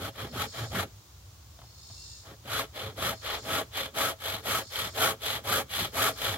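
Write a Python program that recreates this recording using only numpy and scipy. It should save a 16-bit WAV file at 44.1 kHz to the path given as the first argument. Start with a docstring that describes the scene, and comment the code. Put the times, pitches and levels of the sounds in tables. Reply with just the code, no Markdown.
"""A fine-toothed back saw cuts a thin strip of wood clamped to a plywood bench, outdoors.
Its teeth catch and tear fibres at the pace of the arm, and this force drives the resonances of strip,
bench and blade, harder on the push than on the pull, close to a two-port microphone.
In a pause the saw is set back with a few knocks. Behind it a cicada swells, a bird whistles and
something rumbles far off, under an open-air hush."""
import sys
import numpy as np
from scipy import signal
from scipy.fft import rfft, irfft, next_fast_len
from scipy.io import wavfile
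from scipy.ndimage import uniform_filter1d

SR = 44100
rng = np.random.default_rng(int(sys.argv[2]) if len(sys.argv) > 2 else 0)


def dump(signal):
    """Clip the signal to [-1, 1] and save it as 16-bit WAV at the path in sys.argv[1]."""
    limited = np.clip(np.atleast_2d(signal).T, -1, 1)
    pcm = np.round(limited * 32767).astype(np.int16)
    wavfile.write(sys.argv[1], SR, pcm)


N = 280917
T = np.arange(N) / SR
FFT_SIZE = 2 * next_fast_len(N // 2 + SR // 4)
HZ = np.arange(FFT_SIZE // 2 + 1) * SR / FFT_SIZE

# Forward and return strokes. Each row: start and end in seconds, point of greatest effort from 0 to 1,
# bite in dB, then low notes, blade rasp and tooth hiss in dB relative to the bite, bench shudder in dB.
PUSHES = [(-0.053, 0.141, 0.53, -41.0, -0.5, 1, -4.5, -41.5),
          (0.281, 0.513, 0.61, -37.0, -4.5, -0.5, -6.5, -39.5),
          (0.671, 0.891, 0.57, -32.5, -5.5, -3, -7.5, -36),
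          (2.399, 2.694, 0.66, -34.0, -4.0, 0.5, -5.5, -45.5),
          (2.923, 3.2, 0.5, -31.5, -5, -1.5, -6, -41.5), (3.395, 3.691, 0.47, -32.5, -2.5, -1, -5.5, -43),
          (3.911, 4.191, 0.38, -31.0, -2, 0, -3, -47.5), (4.396, 4.691, 0.45, -31.5, -4.5, -0.5, -3, -44),
          (4.905, 5.196, 0.44, -29, -2, -1, -3.5, -43.5), (5.395, 5.682, 0.52, -30, -3.5, -0.5, -3, -41.5),
          (5.889, 6.176, 0.5, -29.0, -4, -1.5, -3.5, -43.5)]
PULLS = [(0.108, 0.335, 0.49, -44, 1.5, -1, -7, -41.5), (0.496, 0.722, 0.39, -41.5, 1, -1.5, -7.5, -36),
         (2.207, 2.387, 0.49, -52.5, 1.5, -3.5, -8, -51.5), (2.703, 2.975, 0.37, -43, 3.5, 2, -6, -40.5),
         (3.188, 3.448, 0.45, -38.5, 1, 2.0, -7, -58), (3.691, 3.94, 0.4, -39.5, -1, 4, -3, -49),
         (4.161, 4.464, 0.43, -38.5, -2, 2.0, -3, -46.5), (4.673, 4.956, 0.44, -38, -4, 2.0, -2.5, -46),
         (5.169, 5.446, 0.53, -37.5, -2, 4, -1.5, -45), (5.653, 5.936, 0.52, -37.0, -5, 4, -0.5, -40.5),
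         (6.127, 6.432, 0.47, -35.5, -1, 1.5, -2.5, -39.5)]
# Teeth snagging on hard grain. Each row: time in seconds, half length in seconds, extra bite in dB.
SNAGS = [(0.411, .012, 4), (0.8, 0.012, 4), (2.534, 0.0018, 3.5), (2.601, 0.021, 4.5), (3.07, .03, 1.5),
         (3.377, 0.011, 3), (3.773, 0.0094, 3), (4.09, 0.017, 4), (4.223, .002, 3), (5.112, 0.014, 3.5),
         (5.333, .002, 5.5), (5.596, 0.015, 2), (5.98, .002, 3), (6.087, .014, 1)]
# Modes of strip, bench and blade. Each row: frequency in Hz, bandwidth in Hz, peak height in dB.
MODES = [(272.8, 27.6, 10.5), (437.6, 40, 10), (544.8, 50.5, 10.5), (651.3, 46, 9.5), (820, 73, 6.5),
         (1143, 130, 7.5), (1291, 63, 8), (1380, 42, 3.5), (1507, 35, 3.5), (1664, 50, 5), (1900, 40, 0.5),
         (3140, 1400, 3.5), (3670, 140, 1), (6730, 410, 5), (9500, 480, 3.5), (11700, 430, 3),
         (12450, 370, 2)]
# Spectral envelopes of the sawing. 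Each row: frequency in Hz, relative level in dB.
PUSH_SPECTRUM = [(90, -33), (170, -11.5), (350, -3.5), (750, -1), (960, -5), (1450, -1), (2000, -1),
                 (2500, -5.5), (3200, -23.5), (6000, -27), (15000, -69)]
PULL_SPECTRUM = [(90, -9.5), (170, -15.5), (350, -2.5), (750, 1), (960, -1.5), (1450, 0.5), (2000, 0.5),
                 (2500, -15.5), (3200, -19), (6000, -34), (15000, -49)]
RASP_SPECTRUM = [(500, -72), (1700, -11.5), (2300, -1), (2700, -4), (3300, 4.5), (4000, 3.5), (4500, -5),
                 (5300, -16.5), (8000, -25), (15000, -57.5)]
HISS_SPECTRUM = [(2500, -44.5), (4800, -4.5), (6000, 2.5), (8000, 3.5), (10500, 3.5), (12700, 6.5),
                 (14000, -3), (16000, 1)]
SHUDDER_SPECTRUM = [(25, -60), (45, -17), (65, -15), (85, -0.5), (115, 1), (150, -13), (210, -9.5),
                    (290, -16.5), (400, -19), (1000, -64)]
# Likeness of the tearing at the two ports. 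Each row: frequency in Hz, shared power from 0 to 1.
COHERENCE = [(200, 0.5), (500, 0.97), (1300, 0.53), (2100, 0.18), (3300, 1), (4300, 0.24), (5200, 0.5),
             (6600, 0.56), (8500, 0.4), (12000, .5), (15000, 0)]
# Balance of the saw between the ports. Each row: frequency in Hz, left minus right in dB.
BALANCE = [(100, -0.9), (270, 0), (480, -1), (1000, 1), (1900, 1.5), (2850, -1.5), (3400, 1.5), (6000, 1),
           (9600, -5), (12000, 5), (13700, 4), (16000, 2)]
# The saw set down on the wood. Each row: time in seconds, relative peak force in dB.
KNOCKS = [(1.589, -43.5), (1.616, -42.5), (1.639, -50), (1.898, -44.5)]
# Cicada swells. Each row: time of the crest in seconds, level in dB.
SWELLS = [(.62, -48), (2.1, -48), (3.42, -49.5), (4.85, -48.5), (6.25, -50)]
# Bird whistles. Each row: start and end in seconds, first and last frequency in Hz, level in dB.
WHISTLES = [(1.96, 2.07, 2735, 2750, -61), (2.08, 2.18, 2755, 2725, -63), (2.04, 2.22, 1840, 1760, -72)]
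# Spectral envelopes of the lesser sources. Each row: frequency in Hz, relative level in dB.
KNOCK_SPECTRUM = [(60, -24), (115, 17), (200, 2), (290, 0), (450, -8), (700, 4), (1300, -5), (2500, -17),
                  (3400, -4), (6000, -25), (15000, -40)]
CICADA_SPECTRUM = [(2500, -30), (3300, -15), (3650, -1), (3900, -5), (4250, 1.5), (4750, -1.5), (5250, 1.5),
                   (6100, -7.5), (6950, 1.5), (7700, -9.5), (8800, -10), (10000, -23), (15000, -31)]
HUSH_SPECTRUM = [(60, -6.5), (150, 6.5), (230, -7.5), (300, -1), (550, -5), (1100, -3), (1900, -10.5),
                 (2700, -9), (3600, -5.5), (7000, -5.5), (8500, -14), (13500, -14), (15500, -9)]
RUMBLE_SPECTRUM = [(20, -60), (30, -41), (40, -35), (50, -23), (60, 0.5), (76, -2), (103, 0.5), (130, -12),
                   (190, -23.5), (400, -46.5)]


def saw(motion, spectrum, lift_db, dull_db, bite_db, rasp_db, hiss_db, shudder_db, **cut):
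    """Forced vibration: the cutting force drives the modes of wood, blade and tooth tips."""
    progress, lows_db, (bite, rasp, hiss, shudder) = motion
    tearing, zipping = cutting_force(progress, **cut)
    modes_db = sum(db / (1 + (2 * (HZ - hz) / width) ** 2) for hz, width, db in MODES)
    # sawdust fills the gullets, so each stroke ends duller than it starts
    shelf_db = lift_db + lows_db + dull_db * (progress - .5)
    dulled = tearing + (undb(shelf_db) - 1) * weigh(tearing, 1 / (1 + (HZ / 900) ** 4))
    wood = colour((dulled + zipping) * bite, contour(spectrum) + modes_db)
    blade = colour(tearing * rasp, contour(RASP_SPECTRUM) + modes_db)
    tips = colour(tearing * hiss, contour(HISS_SPECTRUM) + modes_db)
    bench = bench_shudder(shudder)
    return undb(bite_db) * wood + undb(rasp_db) * blade + undb(hiss_db) * tips + undb(shudder_db) * bench


def arm(strokes, bite_power, let_go_db, slow_lows_db, hiss_fade_db, shudder_at, shudder_rise_db):
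    """Amplitude modulation: the arm's effort rises and falls once a stroke and sets the saw's gains."""
    saturation, grip_db, dig_in_db, sway_db = 0.91, 1.46, 4.5, 0.64
    progress, lows_db, gains = np.zeros(N), np.zeros(N), np.zeros((4, N))
    for start, end, crest, bite_db, low_db, rasp_db, hiss_db, shudder_db in strokes:
        on = (T > start) & (T < end)
        progress[on] = way = (T[on] - start) / (end - start)
        effort = np.sin(np.pi * np.interp(way, [0, crest, 1], [0, .5, 1]))
        pressure = (np.tanh(saturation * effort) / np.tanh(saturation)) ** bite_power
        # the braking teeth grip a little harder and lose treble as they dig in, then let go
        release = np.clip(10 * (way - 0.744), 0, 1)
        bite = pressure * undb(bite_db + grip_db * braking(way) - let_go_db * release)
        treble = bite * undb(-dig_in_db * braking(way))
        hiss = treble * undb(hiss_db - hiss_fade_db * (way - .5))
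        lows_db[on] = low_db + slow_lows_db * (1 - effort)  # a slow blade sounds deeper
        # the bench shakes most while the blade's tip is in the cut: earlier on a push than on a pull
        shaking = np.exp(-((way - shudder_at) / 0.22) ** 2)
        shudder = effort ** .75 * undb(shudder_db + shudder_rise_db * (shaking - 1))
        gains[:, on] += [bite, treble * undb(rasp_db), hiss, shudder]
    return progress, lows_db, gains * undb(sway_db * wander(20))  # the hand is unsteady


def braking(progress):
    """Deceleration of the arm: 0 through most of a stroke, rising to 1 near its end."""
    return np.clip((progress - .65) / .15, 0, 1)


def cutting_force(progress, peak_tooth_hz, tooth_db, zip_db, grunt_db, grain_db):
    """Impact and fracture: teeth and fibres give a tearing noise, the tooth rate a rough tonal zip."""
    settled = np.interp(T, [1, 2], [0, 1])  # 0 before the pause, 1 after it
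    speed = (.1 + .9 * np.sin(np.pi * progress) ** 2) * (.95 + .05 * settled)
    clicks, phase = teeth(peak_tooth_hz * speed, scatter_db=17)
    snaps = np.array([fibres(phase, per_s=16000, scatter_db=4.5, decay=0.21) for _ in range(3)])
    snags_db = sum(db * np.exp(-((T - at) / half_s) ** 2) for at, half_s, db in SNAGS)
    grain = unit(undb(grain_db * np.tanh(wander(260)) + 0.83 * wander(45) + snags_db))
    catching = undb(tooth_db) * (clicks - uniform_filter1d(clicks, size=256))
    shared, apart = unit(catching + snaps[0]), snaps[1:]
    # before the pause the saw sits elsewhere and sounds wider between the two ports
    before_pause = two_ports(shared, apart, contour([(300, 0.82), (500, 0.9), (1500, 0.38)]))
    after_pause = two_ports(shared, apart, contour(COHERENCE))
    tearing = settled * after_pause + (1 - settled) * before_pause
    # the force rises and falls once a tooth; as the blade slows, teeth dig in and the zip falls to a grunt
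    zipping = undb(zip_db + grunt_db * braking(progress) + 2 * wander(120)) * np.cos(2 * np.pi * phase)
    return tearing * grain, zipping * grain


def teeth(tooth_hz, scatter_db):
    """A jittered impulse train: one click of random strength per tooth, and the phase between teeth."""
    jitter = .15 * wander(1100) + .07 * wander(60)
    passed = np.cumsum(tooth_hz * np.exp(jitter)) / SR
    at = np.flatnonzero(np.diff(np.floor(passed)))
    clicks = np.zeros(N)
    clicks[at] = undb(scatter_db * (2 * rng.random(N) - 1)[at]) * np.sqrt(SR / tooth_hz[at])
    return unit(clicks), passed % 1


def fibres(phase, per_s, scatter_db, decay):
    """Shot noise: wood fibres snap at random, most strongly just after each tooth catches."""
    snaps = (rng.random(N) < per_s / SR) * rng.choice([-1, 1], N)
    strength = undb(scatter_db * rng.uniform(-1.06, 1, N))
    return unit(snaps * strength * np.exp(-phase * decay))


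def bench_shudder(envelope):
    """Frictional excitation: a drag of wandering rate shakes the bench as strongly as the stroke sets."""
    noise = colour(rng.standard_normal(N), contour(SHUDDER_SPECTRUM))
    phase = np.angle(signal.hilbert(noise, FFT_SIZE)[:N])
    drag = unit(np.cos(phase))
    response_db = contour([(25, -50), (48, -5), (75, 0.5), (280, 1.5), (600, 6), (2000, -70)])
    return weigh(drag * envelope, undb(response_db))


def blade_ring(x, t60_s):
    """Free decay: the blade's many close modes add a brief bright ring after every catch."""
    t = T[:SR // 10]
    ringing = diffuse(x, undb(-60 * t / t60_s))
    share = .22 * (1 - 1 / (1 + (HZ / 2000) ** 4))  # fraction of the power that rings on
    return weigh(x, np.sqrt(1 - share)) + weigh(ringing, np.sqrt(share))


def knocks(gain_db, decay_s):
    """Impact excitation: each tap of the blade sends a short scuff into strip and bench."""
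    force = sum(undb(db) * (T >= at) * np.exp(-np.abs(T - at) / decay_s) for at, db in KNOCKS)
    return undb(gain_db) * colour(force * rng.standard_normal(N), contour(KNOCK_SPECTRUM))


def direct_paths(x, lag_s):
    """Time and level differences: the saw reaches the left port later, with a balance set by band."""
    balance_db = contour(BALANCE)
    left = undb(balance_db / 2) * np.exp(-2j * np.pi * HZ * lag_s)
    right = undb(-balance_db / 2)
    return weigh(x, np.array([left, right]))


def reflections(x, gain_db, t60_s):
    """Scattering: the ground and things nearby return a faint, dull tail."""
    t = T[:SR // 2]
    scattered = diffuse(x, undb(-60 * t / t60_s) * (t > .006))
    return undb(gain_db) * weigh(scattered, 1 / (1 + (HZ / 5000) ** 2))


def cicada(rise_s, fall_s, flutter_db, pulse_hz, whine_db, lead_s):
    """Amplitude-modulated noise: two narrow whining bands lead each swell of a broad, pulsing buzz."""
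    swell = sum(undb(db) * np.exp(-((T - at) / np.where(T < at, rise_s, fall_s)) ** 2)
                for at, db in SWELLS)
    pulses = np.cumsum(pulse_hz * (1 + 0.062 * wander(30))) / SR
    pulsing = undb(flutter_db * np.sin(2 * np.pi * pulses))
    buzz = unit(colour(rng.standard_normal((2, N)), contour(CICADA_SPECTRUM)))
    bands = sum(np.exp(-((HZ - hz) / 75) ** 2) for hz in (4370, 5280))
    whine = unit(weigh(rng.standard_normal((2, N)), bands))
    early_swell = np.interp(T + lead_s, T, swell)
    return swell * buzz * np.sqrt(pulsing) + undb(whine_db) * early_swell * whine * pulsing


def bird():
    """Frequency modulation: each thin, far whistle is a pure tone that glides and wavers a little."""
    out = np.zeros((2, N))
    for start, end, first_hz, last_hz, db in WHISTLES:
        progress = np.clip((T - start) / (end - start), 0, 1)
        hz = (first_hz + (last_hz - first_hz) * progress) * (1 + .004 * wander(150))
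        fading = undb(2 * np.array([wander(37.2), wander(39.2)]))
        envelope = np.sqrt(np.abs(np.sin(np.pi * progress)))
        out += undb(db) * fading * envelope * np.sin(2 * np.pi * np.cumsum(hz) / SR)
    return out


def open_air(hush_db, rumble_db):
    """Ambient noise: a hush with an insect chorus, coherent mainly in the bass, over a distant rumble."""
    noise = rng.standard_normal((4, N))
    air = two_ports(noise[0], noise[1:3], contour([(150, 0.6), (500, 0.7), (1500, 0.028)]))
    hush = unit(colour(air, contour(HUSH_SPECTRUM))) * undb(hush_db + .5 * wander(9.9))
    rumble = unit(colour(noise[3], contour(RUMBLE_SPECTRUM))) * undb(rumble_db + wander(4.42))
    return hush + rumble


def two_ports(shared, apart, coherence):
    """Partial coherence: one common sound mixes with two independent ones, band by band."""
    return weigh(shared, np.sqrt(coherence)) + weigh(apart, np.sqrt(1 - coherence))


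def diffuse(x, envelope):
    """Convolution with a noise tail of the given envelope and unit energy, one for each port."""
    tail = rng.standard_normal((2, len(envelope))) * envelope
    tail /= np.sqrt(np.sum(tail ** 2, axis=1, keepdims=True))
    return signal.fftconvolve(x, tail, axes=1)[:, :N]


def colour(x, db):
    """Minimum-phase filtering: peaks ring after a blow, and white noise keeps its power."""
    cepstrum = irfft(db * np.log(10) / 20)
    response = np.exp(rfft(2 * cepstrum[:FFT_SIZE // 2], FFT_SIZE))
    return weigh(x, response / np.sqrt(np.mean(np.abs(response) ** 2)))


def weigh(x, gain):
    """Linear filtering by a gain per frequency."""
    return irfft(rfft(x, FFT_SIZE) * gain, FFT_SIZE)[..., :N]


def contour(points):
    """Interpolation of (Hz, value) points on a log-frequency axis."""
    hz, value = np.transpose(points)
    return np.interp(np.log(HZ + 1), np.log(hz), value)


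def wander(per_s):
    """Random fluctuation: per_s levels a second, smoothed twice and scaled to rms 1."""
    hold = int(SR / per_s)
    held = np.repeat(rng.standard_normal(N // hold + 1), hold)
    return unit(uniform_filter1d(uniform_filter1d(held, hold), hold)[:N])


def unit(x):
    """Normalisation to rms 1."""
    return x / np.sqrt(np.mean(x ** 2))


def undb(db):
    """Amplitude ratio of a level in decibels."""
    return 10 ** (np.asarray(db) / 20)


def scene():
    """Superposition: steep pushes, more even pulls and knocks add to their echoes and the background."""
    pushing = arm(PUSHES, bite_power=3.94, let_go_db=5.5, slow_lows_db=6.0, hiss_fade_db=-2.5,
                  shudder_at=0.46, shudder_rise_db=6.0)
    pulling = arm(PULLS, bite_power=3.23, let_go_db=5, slow_lows_db=1.5, hiss_fade_db=2.5,
                  shudder_at=0.61, shudder_rise_db=17.5)
    push = saw(pushing, PUSH_SPECTRUM, lift_db=4.5, dull_db=1.5,
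               bite_db=-0.76, rasp_db=0.57, hiss_db=2.0, shudder_db=1.3,
               peak_tooth_hz=1430, tooth_db=-9, zip_db=-11.5, grunt_db=0.5, grain_db=2.2)
    pull = saw(pulling, PULL_SPECTRUM, lift_db=2.0, dull_db=5.5,
               bite_db=1.0, rasp_db=2.7, hiss_db=2.2, shudder_db=1.8,
               peak_tooth_hz=1250, tooth_db=-10, zip_db=-21, grunt_db=8, grain_db=3)
    at_bench = blade_ring(push + pull, t60_s=.06) + knocks(gain_db=-2, decay_s=0.01)
    near = direct_paths(at_bench, lag_s=7.5e-5)
    buzz = cicada(rise_s=.3, fall_s=.15, flutter_db=3.2, pulse_hz=55, whine_db=-7.5, lead_s=.13)
    far = buzz + bird() + open_air(hush_db=-56, rumble_db=-52.5)
    return near + reflections(near, gain_db=-22.0, t60_s=0.34) + far


def record(dry):
    """Band limiting: a steep elliptic low-pass cuts the treble above 15850 Hz."""
    return signal.sosfilt(signal.ellip(12, .2, 80, 15850, fs=SR, output="sos"), dry)


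dry = scene()
out = record(dry)
dump(out)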